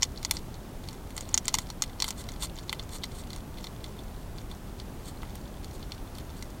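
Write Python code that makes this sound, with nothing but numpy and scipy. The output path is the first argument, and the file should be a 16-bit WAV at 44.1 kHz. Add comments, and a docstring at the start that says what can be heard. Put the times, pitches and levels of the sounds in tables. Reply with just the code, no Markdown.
"""A garden at night: hedgehogs eat dry pellets close to a wildlife camera, under a steady low hiss.
Each pellet crack is an impulse with splinters, filtered by the ring of the pellet, a knock and a snap.
Smaller breaks follow as halves, grit and crumbs; short noise swells give sniffs and a rush of grinding.
Cracks and swells ring in the camera's housing and reflect in the garden; the hiss is shaped noise."""
import sys
import numpy as np
from scipy import signal
from scipy.fft import rfft, irfft
from scipy.io import wavfile
from scipy.ndimage import uniform_filter1d

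SR = 44100
rng = np.random.default_rng(int(sys.argv[2]) if len(sys.argv) > 2 else 0)


def wrap_up_sound(samples):
    """Save the sound to the file named by the first command line argument, as 16-bit audio."""
    columns = np.atleast_2d(samples).T
    # keep every value between -1 and 1, then stretch to whole-number steps
    tamed = np.clip(columns, -1, 1)
    steps = np.round(tamed * 32767).astype(np.int16)
    wavfile.write(sys.argv[1], SR, steps)


N = 291045

# pellets cracking between the teeth: (time [s], ring frequency [Hz],
# ring level if its energy fell within 5 ms [dB], shatter: below 0 clean, above 0 rough [dB])
PELLET_BREAKS = [(0.0228, 5260, -24, -5.5), (0.03, 5470, -17.5, -4.5), (.175, 4440, -39.5, -10),
                 (0.2296, 4800, -41, 3), (0.2491, 5260, -25, -2), (.3108, 5400, -23.5, 6),
                 (.3684, 5000, -32.5, -10), (.542, 5070, -47.5, -4), (.84, 4440, -50.5, 4),
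                 (.887, 4240, -38.5, 1), (.93, 6400, -47.5, 2), (1.106, 4500, -50.5, 6.5),
                 (1.166, 8100, -38, 1), (1.1786, 5460, -34, 3), (1.2083, 6540, -37.5, 2.5),
                 (1.29, 6540, -43, 1), (1.3423, 6500, -17, -8), (1.3769, 5970, -20.5, -0.5),
                 (1.455, 7300, -37, 1.5), (1.4816, 5600, -23, 2.5), (1.4915, 4140, -37, -7),
                 (1.542, 5180, -19.5, 1), (1.5515, 6400, -30, 3), (1.586, 5440, -27, 2),
                 (1.702, 5000, -36.5, 1), (1.822, 6200, -21.5, 0.5), (1.8384, 5000, -37.5, 5),
                 (2.002, 5030, -28.5, -2), (2.0225, 4900, -22, -0.5), (2.0432, 3730, -29, 2),
                 (2.08, 6300, -33.5, -1), (2.087, 4480, -35.5, 5.5), (2.1062, 6530, -32, 2.5),
                 (2.289, 4840, -38, 0.5), (2.319, 6300, -45, 2), (2.424, 4200, -33, 0.5),
                 (2.587, 4280, -41.5, 1.5), (2.6946, 4170, -29.5, -0.5), (2.7285, 2530, -29.5, 3.5),
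                 (2.7955, 3750, -35, -5.5), (3.0356, 3900, -33.5, -4), (3.0396, 4220, -31.5, -2),
                 (3.304, 4270, -42.5, 2), (3.332, 4400, -40, 2.5), (3.3618, 5600, -44.5, 5),
                 (3.585, 3630, -47, 3), (3.6427, 4070, -37.5, 0.5), (3.6695, 4140, -39.5, -0.5),
                 (3.8426, 3960, -39.5, 2), (3.99, 3440, -46, -11), (4.384, 4120, -44.5, -2),
                 (4.514, 3520, -43.5, 2), (4.7998, 4270, -41, -3), (5.2317, 1080, -41.5, 1),
                 (5.355, 5600, -50, 8.5), (5.455, 3680, -54, -16), (5.645, 4730, -44, 3.5),
                 (5.828, 4170, -45, -4), (5.92, 4080, -36, -2), (6.153, 4420, -49, 4),
                 (6.1842, 3900, -44, 4), (6.4249, 5240, -39.5, 2)]

SIZE = 4096  # length of one impulse response [samples]
AGE = np.arange(SIZE) / SR  # time since the impulse [s]
BINS = np.fft.rfftfreq(SIZE, 1 / SR)  # [Hz]


def undb(db):
    """Level to amplitude: 20 dB is a factor of ten."""
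    return 10 ** (np.asarray(db) / 20)


def unit(x):
    """Normalization to an rms value of 1."""
    return x / np.sqrt(np.mean(x ** 2))


def add(out, s, x):
    """Superposition: mix x into out from time s [s] on."""
    start = int(np.clip(s * SR, 0, N - 1))
    out[start:start + len(x)] += x[:N - start]


def resonance(f, hz, width):
    """Damped oscillator: complex response with gain 1 at its centre."""
    return 1j * f * width / (hz ** 2 - f ** 2 + 1j * f * width)


def band(hz, kind, order):
    """Butterworth filtering: complex response of a causal high- or band-pass."""
    b, a = signal.butter(order, hz, kind, fs=SR)
    return signal.freqz(b, a, BINS, fs=SR)[1]


def noise(points):
    """Spectral shaping: white noise coloured by (frequency [Hz], level [dB]) points, rms 1."""
    hz, db = np.transpose(points)
    f = np.maximum(np.fft.rfftfreq(N, 1 / SR), 1)
    colour = undb(np.interp(np.log(f), np.log(hz), db))
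    return unit(irfft(rfft(rng.standard_normal(N)) * colour, N))


def prompt(gain):
    """Minimum phase: the causal response with this gain that gives out its energy earliest."""
    cepstrum = irfft(np.log(gain + 1e-3 * gain.max()))
    # fold the cepstrum onto positive times
    cepstrum[1:SIZE // 2] *= 2
    cepstrum[SIZE // 2 + 1:] = 0
    return np.exp(rfft(cepstrum))


def night(level_db=-40, waver_db=.3):
    """Stationary shaped noise: night air and microphone hiss, its level wavering very slightly."""
    # hiss spectrum: (frequency [Hz], relative density [dB per Hz])
    hiss_spectrum = [(11, -27), (18, 1.5), (43, 2), (74, -1.5), (212, -8.5), (290, -11.5), (385, -13.5),
                     (456, -17), (782, -19), (2300, -32.5), (3420, -33.5), (4170, -35.5), (7140, -37),
                     (15800, -39.5)]
    waver = np.interp(np.arange(N), np.linspace(0, N, 30), rng.standard_normal(30))
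    return noise(hiss_spectrum) * undb(level_db + waver_db * waver)


def garden(x, bounce_s=.0025, bounce=0.19):
    """Reflection and scattering: a ground bounce, scatter from bowls and stones, a trace from shrubs."""
    scatter_db, scatter_t60_s = -16, .04
    shrubs_db, shrubs_t60_s = -30, .053
    echo = np.zeros(SIZE)
    for db, t60_s in (scatter_db, scatter_t60_s), (shrubs_db, shrubs_t60_s):
        decay = np.exp(-np.log(1000) * AGE / t60_s)
        tail = rng.standard_normal(SIZE) * decay * (AGE > bounce_s)
        echo += undb(db) * tail / np.linalg.norm(tail)
    echo[int(bounce_s * SR)] += bounce
    return x + signal.fftconvolve(x, echo)[:N]


def housing(f, leak=0.051):
    """Modal superposition: air resonances of the camera housing, successive modes opposite in sign."""
    # air modes: (frequency [Hz], width [Hz], level [dB])
    air_modes = [(860, 206, -2), (1037, 144, 3), (1370, 160, -3.5), (2036, 170, 8.5), (2090, 339, 5),
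                 (3070, 160, 0.5), (3454, 190, 2.5), (4410, 390, 0), (4720, 85, 0.5), (5454, 710, -4.5),
                 (5803, 84, 4), (6460, 650, -1.5), (7335, 660, 1), (8110, 600, 2), (8740, 610, 1.5),
                 (9260, 700, -1.5), (11370, 920, -4.5), (11300, 530, -7), (13600, 810, -10),
                 (15300, 280, -9.5)]
    response = leak
    for k, (hz, width, db) in enumerate(air_modes):
        response = response + (-1) ** k * undb(db) * resonance(f, hz, width)
    return response


def noise_swells(flutter_s=0.0052, flutter_db=2.7):
    """Modulated coloured noise: fluttering swells, heard as sniffs and once as a rush of grinding."""
    # swells of noise: sniffs, and at 2.085 s a rush of grinding:
    # (time of peak [s], Gaussian rise [s], Gaussian fall [s], level before flutter [dB])
    swells = [(.338, 0.0042, 0.024, -46), (1.19, 0.03, 0.047, -59), (1.615, 0.026, 0.013, -49.5),
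              (2.085, 0.028, 0.013, -45), (2.203, 0.02, 0.011, -43), (2.443, 0.021, 0.011, -35),
              (2.954, 0.021, 0.012, -40), (3.2, 0.047, 0.015, -50.5), (5.081, 0.021, 0.017, -47.5),
              (5.752, 0.016, 0.012, -54), (6.379, 0.011, 0.0099, -54)]
    # colour of the noise ahead of the housing: (frequency [Hz], level [dB])
    swell_colour = [(300, -28), (1000, 4.5), (2100, -1.5), (3400, 3), (4300, 6.5), (5300, 0.5), (6600, 1.5),
                    (8500, 5.5), (10600, 4), (12900, 5), (16000, -6)]
    t = np.arange(N) / SR
    cavity = housing(np.fft.rfftfreq(N, 1 / SR))
    rush = unit(irfft(rfft(noise(swell_colour)) * cavity, N))
    envelope = np.zeros(N)
    for s, rise, fall, db in swells:
        spread = np.where(t < s, rise, fall)
        envelope += undb(db) * np.exp(-.5 * ((t - s) / spread) ** 2)
    flutter = unit(uniform_filter1d(rng.standard_normal(N), size=int(flutter_s * SR)))
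    return rush * envelope * undb(flutter_db * flutter)


def crumbs(count=240, fade_db=12, crumb_hz=4300, spread_octaves=0.64, shatter_db=1):
    """Random point process: faint ticks of chewing, as rows like those of the pellets."""
    # grinding of the jaws: (time [s], ring level of the loudest crumbs [dB])
    munching = [(0, -56), (.65, -58), (1.2, -51), (1.7, -47), (2.7, -48), (3.8, -52), (4.15, -55),
                (4.7, -54.5), (5.9, -51), (6.6, -55)]
    when, size, pitch = rng.uniform(0, 1, (count, 3)).T
    times = when * N / SR
    hz = crumb_hz * 2 ** (spread_octaves * (2 * pitch - 1))
    db = np.interp(times, *np.transpose(munching)) - fade_db * size
    return zip(times, hz, db, np.full(count, shatter_db))


def grit(count=6, before_s=.016, after_s=.026, loudest_db=-39, with_force=0.35, fade_db=8,
         grit_hz=4600, spread_octaves=.45, shatter_db=1):
    """Clustered fracture: a jaw stroke also crushes bits around each crack, louder in a hard bite."""
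    rows = []
    for s, _, ring_db, _ in PELLET_BREAKS:
        for when, size, pitch in rng.uniform(0, 1, (count, 3)):
            time = s - before_s + (before_s + after_s) * when
            hz = grit_hz * 2 ** (spread_octaves * (2 * pitch - 1))
            # with_force: dB of grit per dB of pellet
            db = loudest_db + with_force * ring_db - fade_db * size
            rows.append((time, hz, db, shatter_db))
    return rows


def halves(count=2, soonest_s=.002, within_s=0.0083, weaker_db=-14, fade_db=7,
           spread_octaves=0.39, shatter_db=1.5):
    """Secondary fracture: the halves give way milliseconds after the pellet, the later the weaker."""
    rows = []
    for s, pellet_hz, ring_db, _ in PELLET_BREAKS:
        for late, pitch in rng.uniform(0, 1, (count, 2)):
            time = s + soonest_s + within_s * late
            hz = pellet_hz * 2 ** (spread_octaves * (2 * pitch - 1))
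            rows.append((time, hz, ring_db + weaker_db - fade_db * late, shatter_db))
    return rows


def fracture(shards=0.2, shards_s=0.0024):
    """Impulsive excitation: one sharp break, then a fast-fading run of tiny splinters."""
    push = shards * rng.standard_normal(SIZE) * np.exp(-AGE / shards_s)
    push[0] += 1
    return rfft(push)


def cracks(rows, ring_width_hz=1700, off_ring=0.071, roll_off=1.21, low_hz=740, knock_hz=3100,
           snap_hz=9000):
    """Impulse response of a break: pellet ring, jaw knock and snap at once; a clean break rings purer."""
    # knock and snap levels relative to the ring, for a 5 kHz pellet and shatter 0
    knock_base_db, knock_db_per_octave, knock_per_shatter = -8, 0.5, 1
    snap_base_db, snap_per_shatter = -13.5, 1.95
    out, cavity = np.zeros(N), housing(BINS)
    jaw = unit(abs(cavity * band([low_hz, knock_hz], "bandpass", order=3)))
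    above_jaw = cavity * band(knock_hz, "highpass", order=2)
    top = unit(abs(cavity * band(snap_hz, "highpass", order=4)))
    for s, hz, ring_db, shatter_db in rows:
        ring = off_ring + resonance(BINS, hz, ring_width_hz * undb(shatter_db))
        # third-order roll-off: a low ring has little treble above it
        treble_loss = np.sqrt(1 + (BINS / (roll_off * hz)) ** 6)
        pellet = unit(abs(above_jaw * ring) / treble_loss)
        # a high ring knocks slightly more; a rough break knocks and snaps more
        knock_db = knock_base_db + knock_db_per_octave * np.log2(hz / 5000) + knock_per_shatter * shatter_db
        snap_db = snap_base_db + snap_per_shatter * shatter_db
        gain = np.sqrt(pellet ** 2 + (undb(knock_db) * jaw) ** 2 + (undb(snap_db) * top) ** 2)
        crack = unit(irfft(fracture() * prompt(gain)))
        # ring levels refer to 5 ms; knock and snap add their energy
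        strength = np.sqrt(np.mean(gain ** 2) * .005 * SR / SIZE)
        add(out, s, undb(ring_db) * crack * strength)
    return out


def scene():
    """Linear superposition: the feeding animals with their reflections, over the night hiss."""
    breaking = cracks(PELLET_BREAKS) + cracks(halves()) + cracks(grit()) + cracks(crumbs())
    feeding = breaking + noise_swells()
    return (garden(feeding) + night())[None]


def record(dry, top_hz=15900):
    """Band limiting: the camera cuts off the top with a steep elliptic low-pass."""
    return signal.sosfilt(signal.ellip(10, .1, 70, top_hz, fs=SR, output="sos"), dry)


dry = scene()
out = record(dry)
wrap_up_sound(out)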